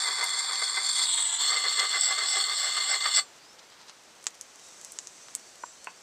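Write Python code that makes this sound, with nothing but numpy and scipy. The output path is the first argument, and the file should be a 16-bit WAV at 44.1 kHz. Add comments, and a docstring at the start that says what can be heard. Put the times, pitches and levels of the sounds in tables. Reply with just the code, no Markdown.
"""Woodland camp, one microphone: a sharpening puck is rubbed in quick circles on an axe edge beside a wood fire.
First its grit plucks the damped resonances of steel and stone, which shift as the contact moves along the edge.
After the lift at 3.2 s sleeves brush; at 5.6 s the puck knocks on a stump and soon tips over.
Throughout, the fire pops (shaped pulses), ticks and hisses (filtered noise) over the soft rush of the wood;
from 3.4 s, gliding sines whistle faintly in its steam."""
import sys
import numpy as np
from scipy import signal
from scipy.fft import rfft, irfft, next_fast_len
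from scipy.io import wavfile
from scipy.ndimage import map_coordinates

SR = 44100
rng = np.random.default_rng(int(sys.argv[2]) if len(sys.argv) > 2 else 0)


def transcribe(u):
    """Save the signal u as a 16-bit wav file named by the first command-line argument.

    u: samples, shape (n,) or (channels, n), limited to [-1, 1]; the rate is SR.
    q: integer samples, one column per channel.
    """
    v = np.clip(np.atleast_2d(u).T, -1, 1)
    q = np.round(v * 32767).astype(np.int16)
    wavfile.write(sys.argv[1], SR, q)


N = 265482  # samples

# slow-dying modes of the steel head: f/Hz, width/Hz, relative level/dB
STEEL_MODES = [(2010, 28, -7), (3240, 20, 3.5), (4240, 45, 0.5), (7300, 6.2, 1), (8360, 16, 10),
               (13370, 10, -2)]
# how far the swaying contact bends the low, middle and treble registers: lead/s per unit of sway
BEND_LEAD = (.00042, .00033, .00016)
LIFT_S = 3.203  # the puck starts to leave the edge
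# on the thin edge the resonances slide down: in tune at this t/s, then falling by this share per second
GLIDE_S, GLIDE_PER_S = 1.17, 0.17


def honing():
    """One stream of grit drives three registers of the resonances that lie under the puck."""
    t, f = np.arange(N) / SR, grid()
    size = 2 * (len(f) - 1)
    place, levels = hand()
    tremor = amp(0.9 * wobble(70))
    contact = np.clip((LIFT_S - t) / 0.0059, 0, 1) * tremor
    force = contact * grit(grains_per_s=7000, size_db=1.5, clump_db=1.0, clump_rate=340)
    drives = rfft(force * amp(levels), size)

    # low, middle and treble, parted at 2700 and 6300 Hz
    below_bite = 1 / (1 + (f / 2700) ** 12)
    below_sing = 1 / (1 + (f / 6300) ** 16)
    registers = [below_bite, below_sing - below_bite, 1 - below_sing]

    # below about 720 Hz the resonances answer only a firm push, so they pulse with the hand
    firm_db, steepness, full_db = -36, 0.8, -30.5
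    firmness_db = np.clip(steepness * (levels[0] - firm_db), -8, 2)
    deep_db = np.minimum(levels[0] + firmness_db, full_db)
    deep_drive = rfft(force * amp(deep_db), size)
    drives[0] += (deep_drive - drives[0]) / (1 + (f / 720) ** 10)

    rasp = np.zeros((len(registers), N))
    for k in range(len(REST_LEVELS)):
        response = rfft(axe(k), size)
        colours = [unit(response * band) for band in registers]
        sound = irfft(drives * colours)[:, :N]
        if k == 1:  # thin edge
            glide_s = -GLIDE_PER_S * (t - GLIDE_S) ** 2 / 2
            sound = np.array([warped(part, glide_s) for part in sound])
        nearness = np.clip(1 - abs(place - k), 0, 1)
        rasp += nearness * sound

    # the rocking hand stiffens and loosens the contact, which bends low and middle most
    sway = wobble(18)
    rasp = sum(warped(part, bend * sway) for part, bend in zip(rasp, BEND_LEAD))
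    # the head rings on for a moment after the stone has left it
    ring = irfft(drives[1] * unit(resonances(STEEL_MODES)))[:N]
    return scatter(rasp + amp(-15.5) * ring, echo_db=-6.0, t60=0.099)[:N]


# the puck's way along the axe: t/s, place (0 heel, 1 thin edge, 2 bevel)
PLACES = [(.9, 0), (.96, 0.32), (1.04, 0.12), (1.08, 1), (1.36, 1), (1.42, 1.65), (1.52, 2)]
# from the bevel, every second circle swings out toward the toe: middle t/s, length/s, reach [0-1]
TOE_SWINGS = [(2.039, 0.16, 0.89), (2.31, 0.13, 0.77), (2.618, 0.15, 0.63), (2.91, 0.063, 0.9),
              (3.166, 0.049, 0.83)]
# the hand bears down in each circle, about seven times a second: middle t/s, length/s, push level/dB
PUSHES = [(0.082, 0.094, 5), (0.214, 0.08, 8), (0.358, 0.13, 1.5), (0.507, 0.031, 5), (0.624, 0.013, 10.5),
          (0.809, 0.065, 3), (1.003, 0.092, 5), (1.19, 0.03, 5), (1.424, 0.086, 6.5), (1.538, 0.11, 6.7),
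          (1.658, 0.046, 8.5), (1.819, 0.077, 9), (1.954, 0.063, 8.5), (2.108, 0.082, 4.7),
          (2.217, 0.1, 4.5), (2.362, 0.084, 6), (2.507, 0.067, 3.5), (2.653, 0.082, 5.1), (2.79, 0.056, 3),
          (2.926, 0.078, 8), (3.064, 0.063, 6), (3.189, 0.032, 12.5)]
# register levels under a resting hand, rows heel, thin edge, bevel, toe: low/dB, middle/dB, treble/dB
REST_LEVELS = [(-41, -31.5, -35.5), (-44.5, -33, -30), (-40, -31.6, -36.5), (-39.8, -28.5, -26.5)]
# how keenly the grit cuts at the angle at which the puck is held: t/s, cut level/dB
CUT_LEVELS = [(0.0, 0.2), (0.56, -2.6), (0.64, 2.5), (0.7, -3), (0.93, 3), (1.03, 6.5), (1.07, 0.5),
              (1.11, 2), (1.36, -2.5), (1.42, 6.5), (1.53, 1.2), (2.1, -0.5), (2.21, -1.5), (2.39, 2.2),
              (2.47, -1.0), (3.12, 0.5), (3.2, 6.5)]
# a push loads the low register, bites a little in the middle, chokes the treble: dB per dB of push, by register
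PUSH_BY_REGISTER = (1.033, 0.07, -.11)
# a keen cut drives middle and treble: dB per dB of cut, by register
CUT_BY_REGISTER = (-.15, 0.95, 0.99)
# catches on the edge, dull thud (tilt below 0) to bright scratch:
# t/s, decay/s, level/dB, tilt/dB per register
EDGE_CATCHES = [(.385, 0.02, 3, 4), (.768, .013, 7, -9), (.961, 0.026, 3.5, 1.5), (1.79, 0.021, 2.5, 1.5),
                (2.01, .0035, 4.5, 12), (2.106, 0.015, 3.5, -1), (2.774, 0.0096, 7, -4.5),
                (3.006, 0.008, 6, -4), (3.057, 0.0075, 7, -4.5), (3.163, .007, 5.5, 0.5)]


def hand():
    """Where the puck lies (0 heel to 3 toe), and the dB at which it drives low, middle and treble."""
    t, places = np.arange(N) / SR, np.arange(len(REST_LEVELS))
    swing = sum(reach * swell(s, length) for s, length, reach in TOE_SWINGS)
    place = np.clip(curve(PLACES) + swing, 0, places[-1])
    push = sum(db * swell(s, length) for s, length, db in PUSHES)

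    levels = np.array([np.interp(place, places, rest_db) for rest_db in np.transpose(REST_LEVELS)])
    levels += np.outer(PUSH_BY_REGISTER, push)
    levels += np.outer(CUT_BY_REGISTER, curve(CUT_LEVELS))
    for s, decay, db, tilt_db in EDGE_CATCHES:
        fade = (t >= s) * np.exp(-((t - s) / decay) ** 2)
        levels += np.outer([db - tilt_db, db, db + tilt_db], fade)

    # the puck skips: the level sinks toward -7 dB and comes back at once on landing
    land_s, skip_length_s, skip_db = 3.004, 0.022, -7
    skip = (t < land_s) * np.exp(-((t - land_s) / skip_length_s) ** 2)
    return place, levels + skip_db * skip


def swell(s, length):
    """Rise, hold and fall of one movement of the hand, 0 to 1, centred on s."""
    squareness = 3  # 2 = a soft swell, more = a held push
    t = np.arange(N) / SR
    near, shape = abs(t - s) < 2 * length, np.zeros(N)
    shape[near] = np.exp(-abs(2 * (t[near] - s) / length) ** squareness)
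    return shape


def grit(grains_per_s, size_db, clump_db, clump_rate):
    """Grains of many sizes snag on a surface, in irregular clumps; the force has rms 1."""
    snags = rng.random(N) < grains_per_s / SR
    sizes = rng.standard_normal(N) * amp(size_db * rng.standard_normal(N))
    clumps = amp(clump_db * wobble(clump_rate))
    return unit(snags * sizes * clumps)


# resonances of axe and puck: f/Hz, width/Hz, relative level/dB at the heel, thin edge, bevel, toe
AXE_MODES = [(451, 86, -16, -32, -13, -30), (634, 190, -18, -28, -13.5, -11.5), (781, 71, -9, -10, -8, -2),
             (995, 310, -9.5, -6.5, -56, -52), (1158, 100, -1, -11, 3.5, -5),
             (1450, 69, -9.5, -9, -6.5, -1), (1514, 134, -8.5, -32, -10.5, -8),
             (1790, 195, -10, -12.5, -7.5, -9), (2064, 78, -6.5, -12.5, -3, -2),
             (2344, 390, -16.5, -17, -40, -20), (2926, 520, -39, -12.5, -10, -10.5),
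             (3297, 220, -34, -5, -10.5, -22), (3477, 136, -1.5, -4, -2, 1),
             (3675, 82, -9.5, -0.5, -7, -4.5), (3925, 44, -7, -4.5, -13, -8), (4252, 150, -9, -4, -1.5, -2),
             (4424, 106, 3, -12, 2.5, 6.5), (4640, 480, -9, -23, -18.5, -4),
             (4910, 71, -25, -12.5, -32, -17), (5325, 420, -14.5, -27, -15, -3),
             (5810, 200, -24, -19, -20.5, -11), (6260, 110, -14, -14, -15, -32),
             (7040, 390, -16.5, -13, -14.5, -29), (7475, 110, -3.5, -2, -6, 3),
             (7795, 210, -31, -5.5, -15.5, 4.5), (8140, 290, -31, -2.5, -12, -11),
             (8800, 840, -14, -12.5, -47, -20), (11800, 550, -25, -24, -23, -28),
             (13520, 170, -25, -17, -20, -31)]
# colour of the grit's force: f/Hz, relative level/dB
GRIT_COLOUR = [(80, -34), (200, -24), (400, -4), (1000, -3.5), (2200, 3), (2700, -6), (3400, 0), (6300, 0),
               (8500, 2), (9800, -10), (11000, -15.5), (13400, -16.5), (14600, -26), (16000, -35)]


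def axe(place, valley_db=-32):
    """What one snagging grain sounds like at a place on the edge: resonant peaks over a floor."""
    hz, width, *level_db = np.transpose(AXE_MODES)

    def gain(f):
        peaks = (1 + (2 * (f[:, None] - hz) / width) ** 2) ** -1.5
        power = peaks @ amp(level_db[place]) ** 2 + amp(valley_db) ** 2
        return np.sqrt(power) * slope(GRIT_COLOUR, f)

    return pulse(gain)


def warped(x, lead_s):
    """x read ahead by a changing time, which bends its pitch."""
    return map_coordinates(x, [np.arange(N) + lead_s * SR])


# the sleeves brush as the axe is turned over: middle t/s, length/s, level/dB
SLEEVE_BRUSHES = [(3.595, 0.0073, -50), (3.642, 0.012, -58), (3.73, .022, -57), (3.817, 0.018, -53),
                  (3.895, 0.012, -46.5)]
# colour of the cloth: f/Hz, relative level/dB
CLOTH_COLOUR = [(300, -19), (1200, -2), (2600, -7), (4400, 1), (6000, -2.5), (8500, -11), (15000, -48)]


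def sleeves():
    """Coarse cloth brushes in short, crackly swishes: clumped snags of fibre, filtered."""
    t = np.arange(N) / SR
    motion = sum(amp(db) * np.exp(-.5 * ((t - s) / length) ** 2) for s, length, db in SLEEVE_BRUSHES)
    fibres = grit(grains_per_s=3000, size_db=0.0, clump_db=1.5, clump_rate=310)
    return motion * unit(filtered(fibres, slope(CLOTH_COLOUR, grid())))


# the puck meets the stump: t/s, peak level/dB before scatter, upper part of the blow/dB, scatter t60/s
STUMP_KNOCKS = [(5.636, -25.5, -13.5, 0.032), (5.8712, -24, 3, 0.13)]
# modes of the stump: f/Hz, width/Hz, relative level/dB
STUMP_MODES = [(250, 180, -17), (613, 600, -10), (930, 140, 4.5), (1072, 95, 3), (1490, 190, -1),
               (2610, 210, -3.5)]


def knocks():
    """A blow rings the stump's modes: a dull knock on setting down, a brighter one on tipping over."""
    track = np.zeros(N)
    wood = irfft(resonances(STUMP_MODES))[:SR // 20]
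    for s, db, upper_db, rattle_s in STUMP_KNOCKS:
        colour = [(100, 1), (1200, -0.5), (2600, upper_db), (5000, upper_db - 7), (12000, -20)]
        blow = pulse(lambda f: slope(colour, f))
        knock = signal.fftconvolve(blow, wood)
        knock *= amp(db) / abs(knock).max()
        add(track, s, scatter(knock, echo_db=-5, t60=rattle_s))
    return track


# the fire pops: t/s, peak level/dB before the longer scatter, pitch f/Hz,
# body control/dB, top control/dB (both offset along the spectrum)
FIRE_POPS = [(.2409, -11.5, 4440, -19, -9), (.5566, -19, 4470, -15, -31), (1.715, -18, 4190, -7, -22),
             (1.7956, -11, 4500, -24, -32), (2.3584, -23, 3470, -20, -31), (2.8396, -21, 3520, -12, -27),
             (3.084, -27, 4410, -12, -20), (4.2413, -28, 9050, -22, -21), (4.2674, -7.5, 7200, -21, -34),
             (4.411, -19.5, 6100, -40, -22.5), (4.5575, -32, 6040, -27, -23),
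             (4.813, -27.5, 6620, -34, -22), (4.847, -21.5, 6500, -36, -21.5),
             (4.9202, -23.5, 7600, -42, -15), (4.9871, -15, 7040, -28, -38), (5.0711, -22, 6200, -33, -30),
             (5.2844, -29, 6040, -1, -29), (5.3506, -10, 7670, -41, -21), (5.844, -26, 8050, -33, -26)]


def pops(ground_s=0.008, ground_db=-17):
    """Pockets of steam burst in the logs: a sharp crack, a short splintering and a bounce off the ground."""
    track = np.zeros(N)
    for s, db, hz, low_db, top_db in FIRE_POPS:
        middle_db = 1 + 0.56 * low_db  # more body brings a fuller middle
        body = [(150, low_db - 21), (1000, low_db + 9.5)]
        crest = [(min(hz / 2, 3400), middle_db), (.82 * hz, middle_db / 2), (hz, 0), (hz + 600, -2)]
        top = [(max(hz + 900, 9700), top_db + 10.5),
               (max(hz + 1500, 12500), top_db + 1.5),
               (16500, top_db - 25.5)]
        colour = body + crest + top
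        crack = scatter(pulse(lambda f: slope(colour, f)), echo_db=-10, t60=0.002)
        crack = scatter(amp(db) * crack / abs(crack).max(), echo_db=-9, t60=0.066)
        add(track, s + 0.00082, crack)
        add(track, s + ground_s, amp(ground_db) * crack)
    return track


def embers(per_s, db, size_db):
    """Tiny random ticks of the burning wood, each a coloured pulse with a short scatter."""
    ticks = rng.random(N) < per_s / SR
    sizes = amp(db + size_db * np.clip(rng.standard_normal(N), -2, 2))
    colour = [(300, -20), (1500, -7), (7500, 0), (10000, -8), (16000, -24)]  # f/Hz, level/dB
    tick = scatter(pulse(lambda f: slope(colour, f)), echo_db=13, t60=.015)
    return signal.fftconvolve(ticks * sizes, tick / abs(tick).max())[:N]


# swell of the steam from the damp logs: t/s, level/dB before a 4 dB trim
STEAM_LEVELS = [(3.3, -56), (3.84, -59), (4.54, -52.5), (4.72, -47), (5.02, -49.5), (5.66, -51),
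                (5.87, -53)]
# colour of the hiss: f/Hz, relative level/dB
JET_COLOUR = [(2500, -33), (4800, -10), (5600, -2.5), (6150, -0.5), (6900, -4.5), (7800, -3), (9500, -14.5),
              (15000, -44)]
# thin gliding whistles: start t/s, length/s, start f/Hz, end f/Hz, level/dB
STEAM_WHISTLES = [(3.39, .17, 4450, 5700, -57), (4.58, .2, 3950, 3600, -63), (5.18, .14, 6100, 6000, -58),
                  (5.35, .22, 4300, 4800, -61), (5.61, .12, 7100, 7700, -53), (5.57, .17, 5750, 6050, -58),
                  (5.72, .29, 4100, 4750, -61)]


def steam():
    """Damp wood hisses, and narrow cracks sputter and whistle, mostly upward as the pressure builds."""
    hiss = unit(filtered(rng.standard_normal(N), slope(JET_COLOUR, grid())))
    track = amp(curve(STEAM_LEVELS) - 4.0 + wobble(40)) * hiss
    for s, length, start_hz, end_hz, db in STEAM_WHISTLES:
        u = np.linspace(0, 1, int(length * SR))
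        waver = .016 * wobble(600)[:len(u)]
        sputter_db = 2 * wobble(60)[:len(u)]
        hz = (start_hz + (end_hz - start_hz) * u) * (1 + waver)
        tone = np.sin(2 * np.pi * np.cumsum(hz) / SR)
        fade = np.sqrt(abs(np.sin(np.pi * u)))
        add(track, s, amp(db + sputter_db) * fade * tone)
    return track


# colour of the open air: f/Hz, relative level/dB per Hz
AIR_COLOUR = [(15, -71), (25, -25), (64, -11), (129, -9), (173, -5), (215, -5), (305, -3), (399, -1),
              (582, 0), (1240, -1.5), (2850, -5), (4750, -5), (6210, -14), (15500, -26)]


def air():
    """The soft, even rush of the wood and the flames: filtered noise at a barely drifting level."""
    rush = unit(filtered(rng.standard_normal(N), slope(AIR_COLOUR, grid())))
    return amp(-55.5 + 0.33 * wobble(4.99)) * rush


def amp(db):
    """Decibels to gain."""
    return 10 ** (np.asarray(db) / 20)


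def unit(x):
    """x at rms 1."""
    return x / np.sqrt(np.mean(np.abs(x) ** 2) + 1e-20)


def curve(rows):
    """(t/s, value) rows as one value per sample."""
    return np.interp(np.arange(N) / SR, *np.transpose(rows))


def wobble(rate):
    """A smooth random curve, rate knots a second."""
    knots = rng.standard_normal(int(N * rate / SR) + 4)
    return map_coordinates(knots, [np.arange(N) * rate / SR])


def grid():
    """The frequencies in Hz on which responses are given."""
    return np.fft.rfftfreq(2 * next_fast_len(N // 2 + SR // 4), 1 / SR)


def filtered(x, response):
    """x through a response given on the grid."""
    size = 2 * (len(response) - 1)
    return irfft(rfft(x, size) * response)[:len(x)]


def slope(points, hz):
    """Gain of (f/Hz, level/dB) points on a log frequency axis."""
    f, db = np.transpose(points)
    return amp(np.interp(np.log(hz + 1), np.log(f), db))


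def resonances(modes):
    """Causal response of (f/Hz, width/Hz, level/dB) modes of alternating sign."""
    f = grid()
    total = 0
    for k, (c, w, db) in enumerate(modes):
        total = total + (-1) ** k * amp(db) * 1j * f * w / (c * c - f * f + 1j * f * w)
    return total


def pulse(gain):
    """The sharpest causal (minimum-phase) pulse whose spectrum is gain(Hz)."""
    size = 2048
    cepstrum = irfft(np.log(gain(np.fft.rfftfreq(size, 1 / SR)) + 1e-9))
    # folding the cepstrum forward in time gives the minimum phase
    cepstrum[1:size // 2] *= 2
    cepstrum[size // 2 + 1:] = 0
    return irfft(np.exp(rfft(cepstrum)))


def add(track, s, sound):
    """Mix a sound into a track at time s."""
    part = track[max(round(s * SR), 0):][:len(sound)]
    part += sound[:len(part)]


def scatter(x, echo_db, t60):
    """A sound followed by its scatter from ground, logs and tarpaulin: decaying noise."""
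    t = np.arange(SR // 8) / SR
    tail = rng.standard_normal(len(t)) * amp(-60 * t / t60) * (t > .001)
    tail *= amp(echo_db) / np.linalg.norm(tail)
    tail[0] = 1  # the direct sound
    return signal.fftconvolve(x, tail)


def scene():
    """Everything as heard at one microphone."""
    fire = pops() + embers(per_s=22, db=-47, size_db=3) + steam()
    return (honing() + sleeves() + knocks() + fire + air())[None]


def record(dry):
    """The recorder rolls off steeply at its band limit of 15300 Hz."""
    return filtered(dry[0], 1 / (1 + (grid() / 15300) ** 70))[None]


dry = scene()
out = record(dry)
transcribe(out)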